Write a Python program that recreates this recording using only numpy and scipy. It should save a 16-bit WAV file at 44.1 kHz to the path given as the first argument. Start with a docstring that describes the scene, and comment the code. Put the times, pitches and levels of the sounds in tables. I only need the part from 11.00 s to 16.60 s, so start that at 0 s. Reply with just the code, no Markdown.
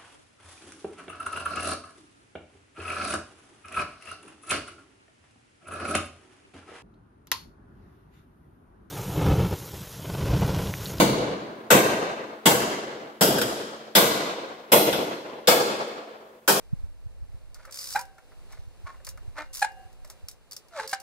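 """A hatchet strikes the underside of an open steel car hood eight times in a bare, hard-walled workshop.
Each blow opens with a broadband crack and a burst of small snaps, while shaped noise roars as the sheet
crumples. Decaying modes clang and narrow noise clusters zing; a dense ring then dies away, treble first.
After some blows the blade catches the metal again on its way out, with a short rasp and further zings.
Quiet workshop air, a floor of noise in third-octave bands, lies beneath throughout."""
import sys
import numpy as np
from scipy import signal
from scipy.io import wavfile

SR = 44100
rng = np.random.default_rng(int(sys.argv[2]) if len(sys.argv) > 2 else 0)


def to_wav(s):
    """Save 16-bit WAV."""
    ch = np.atleast_2d(s).T  # columns
    pcm = np.round(np.clip(ch, -1, 1) * 32767)  # PCM
    wavfile.write(sys.argv[1], SR, pcm.astype(np.int16))


N = 246914
LEAD = SR // 10   # samples computed before t = 0, since the first blow lands earlier
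TIME = np.arange(-LEAD, N) / SR
BAND_HZ = 1000 * 2 ** (np.arange(-14, 13) / 3)   # third-octave centres


def from_db(db):
    """Level to amplitude: 20 dB is a factor of ten."""
    return 10 ** (np.asarray(db) / 20)


def at_hz(points, hz):
    """Interpolation of a table along logarithmic frequency."""
    points = np.array(points)
    return np.interp(np.log(hz), np.log(points[:, 0]), points[:, 1])


def band_gains(spectrum):
    """Band power is spectral density times bandwidth; the powers are scaled to sum to 1."""
    gains = from_db(at_hz(spectrum, BAND_HZ)) * np.sqrt(BAND_HZ)
    return gains / np.linalg.norm(gains)


def fade(age, t60):
    """Exponential decay: the level falls 60 dB in t60 seconds, starting at age 0."""
    return np.exp(-np.log(1000) * np.maximum(age, 0) / t60)


def build_up(age, rise_s):
    """Exponential growth towards 1 with a time constant."""
    return 1 - np.exp(-age / rise_s)


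def add(track, s, sound):
    """Superposition: a sound is summed into a track from time s on."""
    start = max(round(s * SR) + LEAD, 0)
    track[..., start:start + sound.shape[-1]] += sound[..., :track.shape[-1] - start]


def high_pass(low_hz):
    """Second-order Butterworth high-pass."""
    return signal.butter(2, low_hz, "high", fs=SR, output="sos")


def drift(rate):
    """Slow random modulation: normal values, `rate` per second, joined by straight lines."""
    knots = rng.standard_normal(400)
    return np.interp((TIME - TIME[0]) * rate, np.arange(len(knots)), knots)


def blow_colour(hz, boom_db, bite_db, sizzle_db):
    """Excitation spectrum: where and how squarely the blade lands tilts it around the main clang."""
    tilt = [(60, 1.4 * boom_db), (180, boom_db), (480, 0.0039), (1300, bite_db), (10000, sizzle_db)]
    return from_db(at_hz(tilt, hz))


# correlation of the left and right channels: f/Hz, likeness (-1 to 1)
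STEREO_LIKENESS = [(60, 0.91), (200, 0.99), (380, 0.84), (700, 0.6), (1290, -0.59), (2400, 0.44),
                   (4400, -0.094), (15000, 0.067)]


def band_noise(hz):
    """High modal density: countless overlapping modes sound as third-octave noise, in stereo, rms 1."""
    edges = hz * 2 ** (np.array([-1, 1]) / 6)
    sos = signal.butter(2, edges, "band", fs=SR, output="sos")
    mid, side = signal.sosfilt(sos, rng.random((2, len(TIME))) - .5)
    alike = np.clip(at_hz(STEREO_LIKENESS, hz), -.99, .99)
    pair = np.sqrt(1 + alike) * mid + np.sqrt(1 - alike) * side * [[1], [-1]]
    return pair / pair.std()


def mode(age, hz, t60, swell_s):
    """Damped oscillation: one mode, its phase further apart between channels that are less alike."""
    phase = rng.uniform(0, 2 * np.pi)
    apart = np.arccos(np.clip(at_hz(STEREO_LIKENESS, hz), -1, 1)) * rng.choice([-1, 1])
    swell = build_up(age, swell_s * np.sqrt(1000 / hz))
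    angle = 2 * np.pi * hz * age + phase + apart * np.array([[.5], [-.5]])
    return swell * fade(age, t60) * np.sin(angle)


# hatchet blows: t/s, level/dB, boom level/dB, bite level/dB, sizzle level/dB, sink-in time constant at
# 1 kHz t/s, crumple time t/s, crack level/dB, dent pitch f/Hz, zing pitch f/Hz
BLOW_EVENTS = [ (-0.045, 0.5, 8, -1.5, -8, 0.033, 0.043, -10, 337, 12000),
               (0.703, 1, 1.5, 0, -4, 0.0055, 0.013, -18, 499, 1500),
               (1.456, -2.5, 1, 0, 0, 0.0023, 0.011, -24, 477.5, 7650),
               (2.209, -1.5, 2.5, -3, -1, 0.0028, 0.02, -10, 451, 12000),
               (2.951, -1, 0, 0.5, 1.5, 0.012, 0.008, -6, 407, 5100),
               (3.718, 1.5, -2, -3, -2, 0.0045, 0.0095, -21.5, 604, 12000),
               (4.473, 2, -9, -4, -3.5, 0.0078, 0.018, -3, 501.6, 3460),
               (5.477, -1, -6.5, -4, 0.5, 0.0054, 0.0047, -2, 402, 1450)]
# the blade catching on its way out: t/s, level/dB, sizzle level/dB
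SNAG_EVENTS = [(1.676, -9.5, -32), (2.383, -20, 9.5), (2.414, -13.5, 8.5), (3.926, -7.5, -10),
               (4.765, -25.5, -12), (4.874, -32, -7)]
# relative spectral density of the crumpling sheet: f/Hz, level/dB per Hz
CRUMPLE_SPECTRUM = [(40, -29.5), (90, -22.5), (130, -19), (200, -1), (270, -16.5), (480, -2.5), (800, -5.5),
                    (1250, -8.5), (2500, -13.5), (5000, -17), (10000, -20), (12500, -17.5), (16000, -21)]
# relative spectral density of the long ring: f/Hz, level/dB per Hz
RING_SPECTRUM = [(40, -30), (62, -19), (90, -27.5), (130, -9), (250, -7), (320, -3.5), (500, -1), (800, -7),
                 (1350, -7.5), (2500, -15.5), (3700, -14.5), (6300, -20.5), (10000, -27), (12500, -31.5),
                 (16000, -53)]
# decay of the long ring of hood and room: f/Hz, t60 t/s
RING_DECAY = [(60, 0.87), (170, 0.99), (450, 1.47), (1000, 1.46), (2700, 1.32), (5400, 0.98), (8000, 0.78),
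              (11000, 0.55), (15000, 0.54)]
BASS_LAG = 0.41   # the swell time grows with this power of the wavelength in air


def sheet(crash_db, crash_t60, ring_db, ring_build_s, snag_rise_s, snag_t60, snag_ring_db,
          flutter_db, flutter_rate, shared_flutter_db):
    """Statistical energy: band powers of crumpling, ring and air add up and drive dense modal noise."""
    out, age = np.zeros((2, len(TIME))), np.arange(int(1.5 * SR)) / SR
    # random level flutter shared by all bands
    shared_flutter = shared_flutter_db * drift(55)
    for hz, crash_gain, ring_gain in zip(BAND_HZ, band_gains(CRUMPLE_SPECTRUM), band_gains(RING_SPECTRUM)):
        # bending waves are slower at low pitch, so the bass swells later
        slowness = (1000 / hz) ** BASS_LAG
        t60 = at_hz(RING_DECAY, hz)
        crash = from_db(crash_db) * crash_gain
        # the decay is scaled so that the ring takes its table's colour 0.2 s after a blow
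        decay = fade(age, t60) / fade(0.2, t60)
        ring = from_db(ring_db) * ring_gain * decay * build_up(age, ring_build_s)
        power = air_power(hz)

        for s, db, boom, bite, sizzle, sink_s, crumple_s, *_ in BLOW_EVENTS:
            rise = build_up(age, sink_s * slowness)
            # the crash holds until the crumple time, then decays
            blow = (crash * fade(age - crumple_s, crash_t60)) ** 2 + ring ** 2
            gain = from_db(db) * blow_colour(hz, boom, bite, sizzle)
            add(power, s, blow * (rise * gain) ** 2)

        rasp = crash * fade(age, snag_t60) * build_up(age, snag_rise_s)
        snag = rasp ** 2 + (from_db(snag_ring_db) * ring) ** 2
        for s, db, sizzle in SNAG_EVENTS:
            gain = from_db(db) * blow_colour(hz, 0, sizzle / 2, sizzle)
            add(power, s, snag * gain ** 2)

        # each band also flares and sinks on its own; both flutters are weaker in the treble,
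        # where crowded modes average out
        flutter = (shared_flutter + flutter_db * drift(flutter_rate)) / np.hypot(1, hz / 1800)
        out += np.sqrt(power) * from_db(flutter) * band_noise(hz)
    return out


# strongest modes of the hood: f/Hz, relative level/dB, t60 t/s
HOOD_MODES = [(65.6, -55, 0.56), (132.2, -36.5, 0.86), (171, -35, 0.4), (204.8, -24.5, 0.75),
              (220.8, -37, 2.55), (295, -29, 1.48), (313.3, -21, 0.54), (346, -33, 1.3), (365, -36.5, 1.5),
              (417, -36, 0.82), (470, -38, 0.36), (472.7, -24, 1.17), (540, -24, 0.25), (650, -32, 2.03),
              (682, -34.5, 0.75), (902, -16.5, 0.28), (1420, -27.5, .35), (2080, -31.5, 0.32),
              (3400, -36, 0.44)]


def clang(modes_db, scatter_db, dent_db, dent_t60, swell_s):
    """Modal superposition: blows ring the hood's modes with new strengths, and the dent at its pitch."""
    out, age = np.zeros((2, len(TIME))), np.arange(int(1.2 * SR)) / SR
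    for s, db, boom, bite, sizzle, *_, dent_hz, _ in BLOW_EVENTS:
        add(out, s, from_db(db + dent_db) * mode(age, dent_hz, dent_t60, swell_s))
        for hz, mode_db, t60 in HOOD_MODES:
            level_db = modes_db + db + mode_db + scatter_db * rng.normal()
            gain = from_db(level_db) * blow_colour(hz, boom, bite, sizzle)
            add(out, s, gain * mode(age[:int(t60 * SR)], hz, t60, swell_s))
    return out


def cracks(crack_db, crack_t60, low_hz, snaps_per_s, snap_db, snap_t60):
    """Impulsive excitation: the edge bites with a crack; snaps follow as it sinks in and steel buckles."""
    clicks, age = np.zeros((2, len(TIME))), np.arange(SR // 4) / SR
    for s, db, _, _, sizzle, sink_s, _, edge_db, *_ in BLOW_EVENTS:
        noise = rng.standard_normal((2, len(age)))
        contact = from_db(crack_db + edge_db) * fade(age, crack_t60) * noise
        # single-sample impulses at random times, the same in both channels
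        snaps = (rng.random(len(age)) < snaps_per_s / SR) * rng.uniform(-0.92, 1, len(age))
        buckling = build_up(age, sink_s) * fade(age, snap_t60)
        add(clicks, s, contact + from_db(snap_db + db + sizzle) * snaps * buckling)
    return signal.sosfilt(high_pass(low_hz), clicks)


# clusters of close modes with which blade and sheet sing: f/Hz, width f/Hz, relative level/dB, t60 t/s
ZING_CLUSTERS = [(1500, 150, -23.5, 0.14), (3400, 460, -23.5, 0.2), (5130, 150, -28.5, 0.2),
                 (7760, 260, -30.5, 0.35), (12000, 420, -29, 0.5)]
SNAG_ZING_HZ = 1800
ZING_FOCUS_DB, ZING_FOCUS_OCTAVES = 5.5, 0.33   # clusters near a touch's zing pitch sing louder


def zings(blow_db, snag_db, scatter_db, rise_s, room_t60, room_db):
    """Narrow-band resonance: each touch sets the clusters singing; a weaker, slower room decay follows."""
    out, age = np.zeros((2, len(TIME))), np.arange(int(.7 * SR)) / SR
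    touches = [(s, blow_db + db, bite, sizzle, zing_hz)
               for s, db, _, bite, sizzle, *_, zing_hz in BLOW_EVENTS]
    touches += [(s, snag_db + db, sizzle / 2, sizzle, SNAG_ZING_HZ) for s, db, sizzle in SNAG_EVENTS]
    for hz, width_hz, cluster_db, t60 in ZING_CLUSTERS:
        decay = np.hypot(fade(age, t60), from_db(room_db) * fade(age, room_t60))
        envelope = build_up(age, rise_s) * decay
        resonator = signal.iirpeak(hz, hz / width_hz, fs=SR)
        for s, db, bite, sizzle, zing_hz in touches:
            cluster = signal.lfilter(*resonator, rng.random((2, len(age))) - .5)
            octaves_off = np.log2(hz / zing_hz)
            focus_db = ZING_FOCUS_DB * np.exp(-(octaves_off / ZING_FOCUS_OCTAVES) ** 2)
            level_db = db + cluster_db + focus_db + scatter_db * rng.normal()
            gain = from_db(level_db) * blow_colour(hz, 0, bite, sizzle)
            add(out, s, gain * envelope * cluster / cluster.std())
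    return out


def panel_echoes(x, echo_db, echo_t60, fade_t60, low_hz):
    """Interference: waves bouncing between dent and ribs carve peaks and dips into the treble."""
    high = signal.sosfiltfilt(high_pass(low_hz), x)
    starts = np.array([s for s, *_ in BLOW_EVENTS])
    spot = np.searchsorted(starts[1:], TIME, side="right")   # index of the latest blow
    age, echoes = np.arange(SR // 16) / SR, np.zeros_like(x)
    for k in range(len(BLOW_EVENTS)):
        # each blow has its own random echo paths
        paths = rng.standard_normal(len(age)) * fade(age, echo_t60)
        paths /= np.linalg.norm(paths)
        add(echoes, TIME[spot == k][0], signal.fftconvolve(high[:, spot == k], [paths]))
    # the echoes give way as the room takes over
    share = from_db(echo_db) * fade(TIME - starts[spot], fade_t60)
    return x - high + (high + share * echoes) / np.hypot(1, share)


# quiet air of the workshop: f/Hz, level/dB in a third of an octave
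AIR_SPECTRUM = [(40, -91.5), (150, -76), (500, -79), (2000, -88.5), (6000, -77), (14000, -74)]


def air_power(hz):
    """Stationary background noise: one constant power in each third-octave band."""
    return np.full(len(TIME), from_db(at_hz(AIR_SPECTRUM, hz)) ** 2)


def scene():
    """Superposition of sheet, clang, zings and cracks; a level difference leans them to the left."""
    hood = sheet(crash_db=-10.5, crash_t60=0.36, ring_db=-23.0, ring_build_s=0.098,
                 snag_rise_s=0.00056, snag_t60=0.094, snag_ring_db=-5.0,
                 flutter_db=2.0, flutter_rate=32, shared_flutter_db=2.17)
    hood = panel_echoes(hood, echo_db=0.0, echo_t60=0.024, fade_t60=3.0, low_hz=1010)
    hood += clang(modes_db=-2.5, scatter_db=1.5, dent_db=-17.0, dent_t60=0.35, swell_s=0.007)
    hood += zings(blow_db=3.0, snag_db=2, scatter_db=4.5, rise_s=0.0015, room_t60=1.0, room_db=-23)
    hood += cracks(crack_db=-15.0, crack_t60=0.027, low_hz=2360,
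                   snaps_per_s=620, snap_db=-6.5, snap_t60=0.262)
    left_db = .45   # raises the left channel and lowers the right
    return hood[:, LEAD:] * from_db([[left_db], [-left_db]])


def record(dry):
    """Soft saturation rounds the highest peaks; a steep low-pass cuts the top."""
    top, cutoff_hz = 4.2, 15700
    rounded = top * np.tanh(dry / top)
    low_pass = signal.ellip(10, .2, 80, cutoff_hz, fs=SR, output="sos")
    return signal.sosfilt(low_pass, rounded)


dry = scene()
out = record(dry)
to_wav(out)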